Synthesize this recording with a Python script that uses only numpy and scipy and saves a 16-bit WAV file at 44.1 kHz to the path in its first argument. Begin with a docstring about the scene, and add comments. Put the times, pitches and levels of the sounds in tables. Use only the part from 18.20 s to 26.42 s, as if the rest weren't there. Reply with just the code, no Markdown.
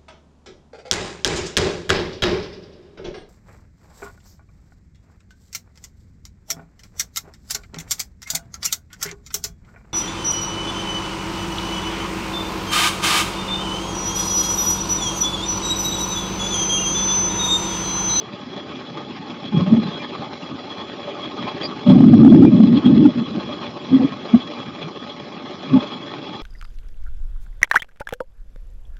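"""A small open aircraft in steady flight, heard by a camera out on the wing.
From the start, engine, propeller and slipstream blur into a rough roar of noise and ticks that rings the frame
and camera housing, over low rumble and thin hiss of filtered noise. From 1.3 s loose parts rattle as short
buzzing rings, and gusts thump the microphone as noise swinging around a moving pitch. The gusts overload it
hardest around 4 s; the last ones come near 7.5 s, and the roar carries on to the end."""
import sys
import numpy as np
from scipy import signal
from scipy.fft import rfft, irfft
from scipy.io import wavfile
from scipy.ndimage import uniform_filter1d

SR = 44100
rng = np.random.default_rng(int(sys.argv[2]) if len(sys.argv) > 2 else 0)


def bounce(signal):
    """Save signal as a 16-bit WAV file at the path given by the first command-line argument."""
    frames = np.transpose(np.atleast_2d(signal))
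    limited = np.clip(frames, -1, 1)
    pcm = np.round(limited * 32767).astype(np.int16)
    wavfile.write(sys.argv[1], SR, pcm)


N = 362502  # length [samples]

# Roar level through the flight, before the surges: (time [s], level [dB])
ROAR_LEVEL = [(0.0, -38), (0.5, -35), (1.1, -36.5), (1.7, -32), (2.1, -33.5), (2.75, -34.5), (3.399, -31.5),
              (3.9, -34.5), (4.3, -36.5), (4.69, -31), (5.0, -33.5), (5.6, -34.5), (5.9, -32.5), (6.3, -35),
              (7.4, -36), (7.62, -31), (7.9, -34.5), (8.22, -36)]
# Moments when the frame shudders and the roar surges in all bands: (time [s], lift [dB])
SURGES = [(0.369, 4.5), (.79, 4), (1.107, 7.5), (1.677, 7), (1.83, 3), (3.282, 7.5), (3.442, 4),
          (4.583, 7.5), (5.332, 2), (6.39, 1.5), (6.627, 7.5), (6.902, 5.5), (7.437, 5.5), (7.635, 2)]
# Broad slope of the roar under its resonances: (frequency [Hz], relative density [dB per Hz])
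ROAR_SPECTRUM = [(180, -27.5), (300, 3.5), (418, 2), (509, -7.5), (853, -4.5), (948, -14.5), (1110, -14),
                 (1720, -12.5), (3110, -15.5), (3370, -12), (3700, -15.5), (4060, -19), (7070, -37),
                 (9190, -71), (15600, -120)]
# Resonances of frame and housing: (frequency [Hz], width [Hz], lift [dB])
RESONANCES = [(581.7, 38, 11), (800, 83, 4), (874, 54, 7), (1097, 170, 13.5), (1245, 77, 12.5),
              (2222, 40, 6.5), (2394, 30, 10), (2555, 210, 4), (3072, 86, 7.5), (3314, 36, 15.5),
              (3370, 70, 11), (3440, 19, 6.5), (3993, 77, 9), (4122, 130, 9), (4725, 41, 7.5),
              (5170, 360, 6)]
# Gusts on the microphone, before it overloads: (time of full strength [s], hold [s], level [dB],
# centre of the thump [Hz], pitch scatter [Hz], steadiness [share of a constant swing])
GUSTS = [(1.339, 0.011, -14.5, 202, 40, 1.8), (1.373, 0.044, -11, 173.9, 42.3, 0.72),
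         (1.427, .006, -18, 192.3, 40, 1.6), (1.472, 0.034, -18.5, 184.7, 41.8, 0.92),
         (1.516, 0.034, -8.5, 212.2, 39.5, 0.92), (1.58, 0.0059, -11, 202, 40.2, 1.6),
         (1.625, 0.064, -22, 212.2, 40, 0.11), (3.197, 0.056, -27.5, 236.8, 60.6, 0.085),
         (3.681, 0.3, -5.5, 214.4, 62.3, 0.077), (3.998, 0.29, -2.5, 257.4, 77, 0.11),
         (4.324, 0.26, -9, 222.4, 57.7, 0.41), (4.65, 0.23, -9, 241.2, 57.4, 0.27),
         (4.962, 0.059, -17.5, 233.4, 48.7, 1.15), (5.16, 0.026, -20.5, 255.6, 60.6, 0.28),
         (5.302, 0.033, -30, 261.4, 60, 0.44), (5.712, 0.024, -21, 140.6, 30, 0.45),
         (5.727, 0.041, -9.5, 252.7, 28.8, 2.1), (5.793, 0.021, -13, 246, 30, 2),
         (5.842, 0.0089, -10.5, 271.3, 29.8, 2), (6.147, 0.013, -9, 249, 30.4, 1.6),
         (6.385, 0.011, -28.5, 242.3, 40, 1.5), (6.64, 0.027, -29.5, 171.3, 30, 2.5),
         (7.515, 0.013, -19.5, 147.6, 30, 1.4), (7.543, 0.015, -7.5, 266, 36, 1.6),
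         (7.567, 0.0073, -10.5, 245, 36, 2)]
# Hardest swings within the gusts, before smoothing:
# (time [s], length [s], peak over full scale [dB], pitch [Hz])
SLAMS = [(1.53, 0.0098, 0.5, 221), (3.687, .011, -1, 184), (3.704, 0.0048, 1.5, 256), (3.766, .011, 2, 224),
         (3.806, 0.007, 2.5, 254), (3.84, .011, 1.5, 225), (3.867, 0.014, 1, 209.7), (3.916, .0053, 2, 205),
         (3.938, .018, 2, 236), (4.022, 0.0063, 0.2, 224.4), (4.032, .008, 2, 244.3),
         (4.048, .0043, 3, 245), (4.062, .011, 1.5, 245), (4.079, .006, 2.5, 279), (4.103, .004, 2, 264),
         (4.125, .019, 1.5, 214.3), (4.145, 0.011, 1.5, 245), (4.187, 0.0041, 0, 241),
         (4.23, 0.019, 1, 265.7), (4.25, 0.0074, 2.5, 281), (4.282, .0032, 1.5, 288),
         (4.337, 0.0088, -1, 212.4), (4.405, .012, 1.5, 230), (4.44, .016, 1.5, 213),
         (4.662, 0.0084, 1.5, 240), (4.804, .0049, 0, 224), (4.828, 0.0072, -.5, 272),
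         (4.858, 0.021, 1, 281), (5.749, 0.017, -2.5, 257), (6.145, 0.016, 1.45, 229),
         (7.551, 0.018, -2.8, 268)]
# Broad rumble inside a gust: (frequency [Hz], relative density [dB per Hz])
BUFFET_SPECTRUM = [(60, -25.5), (110, 1.5), (180, 5), (380, -4), (450, -13), (620, -15), (900, -52),
                   (1600, -110)]
# Short ringing rattles: (time [s], level of the bare ring [dB], pitch [Hz], length [s])
RATTLES = [(1.332, -34.5, 3305, 0.071), (1.308, -34.5, 840, 0.075), (1.381, -32.5, 1067, 0.064),
           (1.385, -27, 558, 0.025), (1.449, -31.5, 598, 0.075), (1.521, -30.5, 618, 0.046),
           (1.613, -39.5, 4010, 0.069), (1.646, -42, 3570, 0.097), (1.689, -37, 3312, .13),
           (1.782, -34.5, 2386, 0.056), (2.868, -25.5, 582, 0.039), (3.017, -30.5, 3320, 0.058),
           (3.167, -31, 1230, 0.042), (3.259, -27.5, 1045, 0.045), (3.421, -26.5, 4720, 0.057),
           (3.43, -38, 4950, 0.058), (3.654, -25, 590, 0.054), (3.686, -18.5, 579, 0.049),
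           (3.705, -34.5, 1146, 0.051), (3.74, -28, 750, 0.038), (3.771, -26.5, 593, 0.03),
           (3.993, -31.5, 1198, 0.039), (4.251, -35, 2396, 0.05), (4.288, -29, 606, 0.13),
           (4.88, -30, 596, 0.031), (5.285, -28, 588, 0.03), (4.531, -38, 3330, 0.059),
           (4.637, -28, 3280, 0.054), (5.319, -29.5, 3320, 0.025), (5.797, -29, 747, 0.025),
           (5.799, -26.5, 505, 0.053), (5.917, -32, 1085, 0.031), (6.192, -32.5, 3340, 0.066),
           (6.881, -33.5, 3330, 0.058), (7.531, -28.5, 1137, 0.024), (7.548, -27.5, 595, 0.053),
           (7.545, -27.5, 858, 0.046), (7.606, -28, 592, 0.054)]
# Slipstream rumble: (time [s], level [dB])
RUMBLE_LEVEL = [(0, -39), (.6, -36.5), (1.2, -35.5), (1.6, -33), (2.1, -37.5), (2.7, -37.5), (3.3, -36.5),
                (5.1, -29.5), (5.6, -35), (6.3, -33.5), (6.9, -39), (7.3, -37), (7.65, -35), (8.22, -36.5)]
# Colour of the slipstream rumble: (frequency [Hz], relative density [dB per Hz])
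RUMBLE_SPECTRUM = [(18, -24.5), (30, -21.5), (54, -29.5), (62, -19.5), (79, -9), (156, -1.5), (257, 2.5),
                   (419, -14), (520, -13.5), (680, -46.5), (1140, -120)]
# Colour of the smooth air hiss: (frequency [Hz], relative density [dB per Hz])
HISS_SPECTRUM = [(3000, -35.5), (4300, -3.5), (5200, 0.7), (6000, -8.5), (6700, -28), (7050, -9),
                 (7500, -21)]

SURGE_S = 0.014  # time from the top of a surge until its lift in dB is down to 1/e
RISE_DB_PER_S, SAG_DB_PER_S = 798, 5.5  # a gust builds fast and sags a little while it holds
EXTRA_FALL_DB_PER_S = 752.5  # added to the sag after the hold, so it drops away
CLIMB_HZ_PER_S, WANDER_HZ = 40, 11  # the pitch of a gust creeps up and wanders
THUMP_TOP_HZ = 476  # upper edge of the thump
BUFFET_DB = -10  # broad rumble, against the gust level
PUSH_HZ, PUSH_DB = 45, -19.5  # slow pressure push: upper edge, and level against the gust
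RING_WAVER_HZ = 9  # how far the pitch of a rattle strays
HISS_DB, NOISE_DB = -56.5, -93.5  # air hiss; recorder self-noise before the last low-pass
MIC_EDGE_HZ, RECORDER_EDGE_HZ = 7350, 15800
CAPSULE_MAX, RECORDER_MAX = 0.94, 0.95  # largest membrane swing; recorder clipping level


def gain_of(db):
    """Turns dB into an amplitude factor."""
    return 10 ** (np.asarray(db) / 20)


def evened(x):
    """Scales a signal to rms 1."""
    return x / np.sqrt(np.mean(np.abs(x) ** 2) + 1e-20)


def read(points, hz):
    """Reads a spectrum table between its points, along a log frequency scale."""
    f, value = np.transpose(points)
    return np.interp(np.log(hz + 1), np.log(f + 1), value)


def add(mix, s, sound):
    """Lays a sound into the mix from time s."""
    part = mix[round(s * SR):][:len(sound)]
    part += sound[:len(part)]


def butter(x, order, hz, kind="low"):
    """Filters x with a Butterworth slope."""
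    return signal.sosfilt(signal.butter(order, hz, kind, fs=SR, output="sos"), x)


def butter_both_ways(x, order, hz):
    """Low-passes x forwards and backwards, so nothing is delayed."""
    return signal.sosfiltfilt(signal.butter(order, hz, fs=SR, output="sos"), x)


def low_pass(x, hz):
    """Cuts steeply above hz without delay."""
    taps = signal.firwin(511, hz, window=("kaiser", 9), fs=SR)
    return signal.oaconvolve(x, taps[None], "same")


def drift(shape, *sizes):
    """Smooth chance of rms 1, averaged twice over sizes[k] cells along axis k."""
    x = rng.standard_normal(shape)
    for k, size in enumerate(sizes):
        x = uniform_filter1d(uniform_filter1d(x, size, k), size, k)
    return evened(x)


def coloured(x, db_of):
    """Applies a gain in dB that is a function of frequency."""
    hz = np.fft.rfftfreq(len(x), 1 / SR)
    return irfft(rfft(x) * gain_of(db_of(hz)), len(x))


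def patchy(x, patch_db, flicker_db):
    """Turbulence: patches some hundred Hz wide come and go, and all bands flutter together."""
    z = signal.stft(x, nperseg=512, noverlap=384)[2]
    patches = patch_db * drift(z.T.shape, 10, 3).T  # smoothed along time, then frequency
    flicker = flicker_db * drift(z.shape[1], 5)
    return signal.istft(z * gain_of(patches + flicker), nperseg=512, noverlap=384)[1][:N]


def body(hz):
    """Frame and housing: the broad slope of the roar with each resonance lifted out of it, in dB."""
    lift = 0
    for centre, width, db in RESONANCES:
        lift = lift + (gain_of(db) ** 2 - 1) / (1 + (2 * (hz - centre) / width) ** 2) ** 2
    return read(ROAR_SPECTRUM, hz) + 10 * np.log10(np.maximum(1 + lift, 1e-3))


def roar():
    """Hiss and a hail of uneven ticks shake the frame and the housing."""
    sizes = gain_of(5.8 * np.minimum(rng.exponential(1, N), 4.2))  # a few ticks stand far out
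    signs = rng.choice([-1., 1.], N)
    ticks = evened(sizes * signs * (rng.random(N) < 900 / SR))  # about 900 ticks per second
    shaking = patchy(rng.standard_normal(N) + .5 * ticks, patch_db=2.5, flicker_db=2.0)
    t = np.arange(N) / SR
    level_db = np.interp(t, *np.transpose(ROAR_LEVEL))
    surge_db = sum(db * np.exp(-((t - at) / SURGE_S) ** 2) for at, db in SURGES)
    return gain_of(level_db + surge_db) * evened(coloured(shaking, body))


def membrane_swing(count, spread_hz, steady):
    """Slow complex noise: the strength and phase of a thump, swelling in lumps of a few cycles."""
    settle = 4000  # samples dropped while the filter settles
    noise = rng.standard_normal(count + settle) + 1j * rng.standard_normal(count + settle)
    swing = evened(butter(noise, 2, spread_hz)) + steady
    swing = swing / (0.18 + abs(swing)) ** 0.38  # more even than plain chance
    return evened(swing)[settle:]


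def slammed(swing, pitch, t, s, hold):
    """Slams take over swing and pitch for a moment, and the buffeting gives way to them."""
    loose = np.ones(len(t))
    for at, length, peak_db, slam_hz in SLAMS:
        if -.01 < at - s < hold:
            slam = np.exp(-(2.08 * (s + t - at) / length) ** 4)  # flat-topped bump
            middle = swing[np.searchsorted(t, at - s)]
            swing = (1 - slam) * swing + slam * gain_of(peak_db) * middle / abs(middle)  # keeps the phase
            pitch = pitch + slam * (slam_hz - pitch)
            loose *= 1 - 0.47 * slam
    return swing, pitch, loose


def gust(s, hold, level_db, hz, spread_hz, steady):
    """Eddies swing the membrane around a moving pitch, with broad buffeting and a slow push of pressure."""
    t = np.arange(-.08, hold + .08, 1 / SR)  # 0 at full strength
    rise_and_sag_db = np.minimum(RISE_DB_PER_S * t, -SAG_DB_PER_S * t)
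    fall_db = EXTRA_FALL_DB_PER_S * np.maximum(t - hold, 0)
    envelope = gain_of(level_db + rise_and_sag_db - fall_db)

    pitch = hz + CLIMB_HZ_PER_S * t + WANDER_HZ * drift(len(t), SR // 30)
    swing = membrane_swing(len(t), spread_hz, steady) * envelope * np.sqrt(2)
    swing *= np.minimum(0.71 / abs(swing), 1)  # ordinary swings stay below the slams
    swing, pitch, loose = slammed(swing, pitch, t, s, hold)
    swing = butter_both_ways(swing, 1, 190.)

    turn = np.exp(2j * np.pi * np.cumsum(pitch) / SR)
    thump = butter((swing * turn).real, 2, 105., "high")
    thump = butter_both_ways(thump, 4, THUMP_TOP_HZ)
    buffet = evened(coloured(rng.standard_normal(len(t)), lambda f: read(BUFFET_SPECTRUM, f)))
    push = evened(butter(rng.standard_normal(len(t)), 3, PUSH_HZ))
    under = gain_of(BUFFET_DB) * loose * buffet + gain_of(PUSH_DB) * push
    return s + t[0], thump + envelope * under


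def rattle(s, level_db, hz, length):
    """One loose part rings at its unsteady pitch while the whole frame buzzes along."""
    count = round(np.clip(length, .01, .18) * SR)
    pitch = hz + RING_WAVER_HZ * drift(count, 300)
    tremble = 1 + .35 * drift(count, 50)
    ring = np.sin(2 * np.pi * np.cumsum(pitch) / SR) * tremble
    buzz = evened(coloured(rng.standard_normal(8192), body))[:count]
    fade = signal.windows.tukey(count, .7)  # soft start and end
    return s, gain_of(level_db) * (ring + .4 * buzz) * fade


def rumble():
    """Low, lumpy slipstream over the microphone port."""
    eddies = patchy(rng.standard_normal(N), patch_db=1.5, flicker_db=2.5)
    low = evened(coloured(eddies, lambda hz: read(RUMBLE_SPECTRUM, hz)))
    level_db = np.interp(np.arange(N) / SR, *np.transpose(RUMBLE_LEVEL))
    return gain_of(level_db) * low


def hiss():
    """Air over wing and wires: high noise with a steadier overall level than the roar, in patches."""
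    air = patchy(rng.standard_normal(N), patch_db=4.5, flicker_db=0.5)
    return gain_of(HISS_DB) * evened(coloured(air, lambda hz: read(HISS_SPECTRUM, hz)))


def scene():
    """Lays the gusts and rattles over the steady roar, rumble and hiss, in one channel."""
    mix = roar() + rumble() + hiss()
    for row in GUSTS:
        add(mix, *gust(*row))
    for row in RATTLES:
        add(mix, *rattle(*row))
    return mix[None]


def record(dry):
    """The narrow, bass-shy microphone overloads, a bass cut slants the flat tops, and the recorder clips."""
    narrow = butter(low_pass(dry, MIC_EDGE_HZ), 2, 85., "high")
    flat_topped = np.clip(narrow, -CAPSULE_MAX, CAPSULE_MAX)
    slanted = butter(flat_topped, 1, 35., "high")
    clipped = np.clip(slanted, -RECORDER_MAX, RECORDER_MAX)
    self_noise = gain_of(NOISE_DB) * rng.standard_normal(dry.shape)
    return low_pass(clipped + self_noise, RECORDER_EDGE_HZ)


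dry = scene()
out = record(dry)
bounce(out)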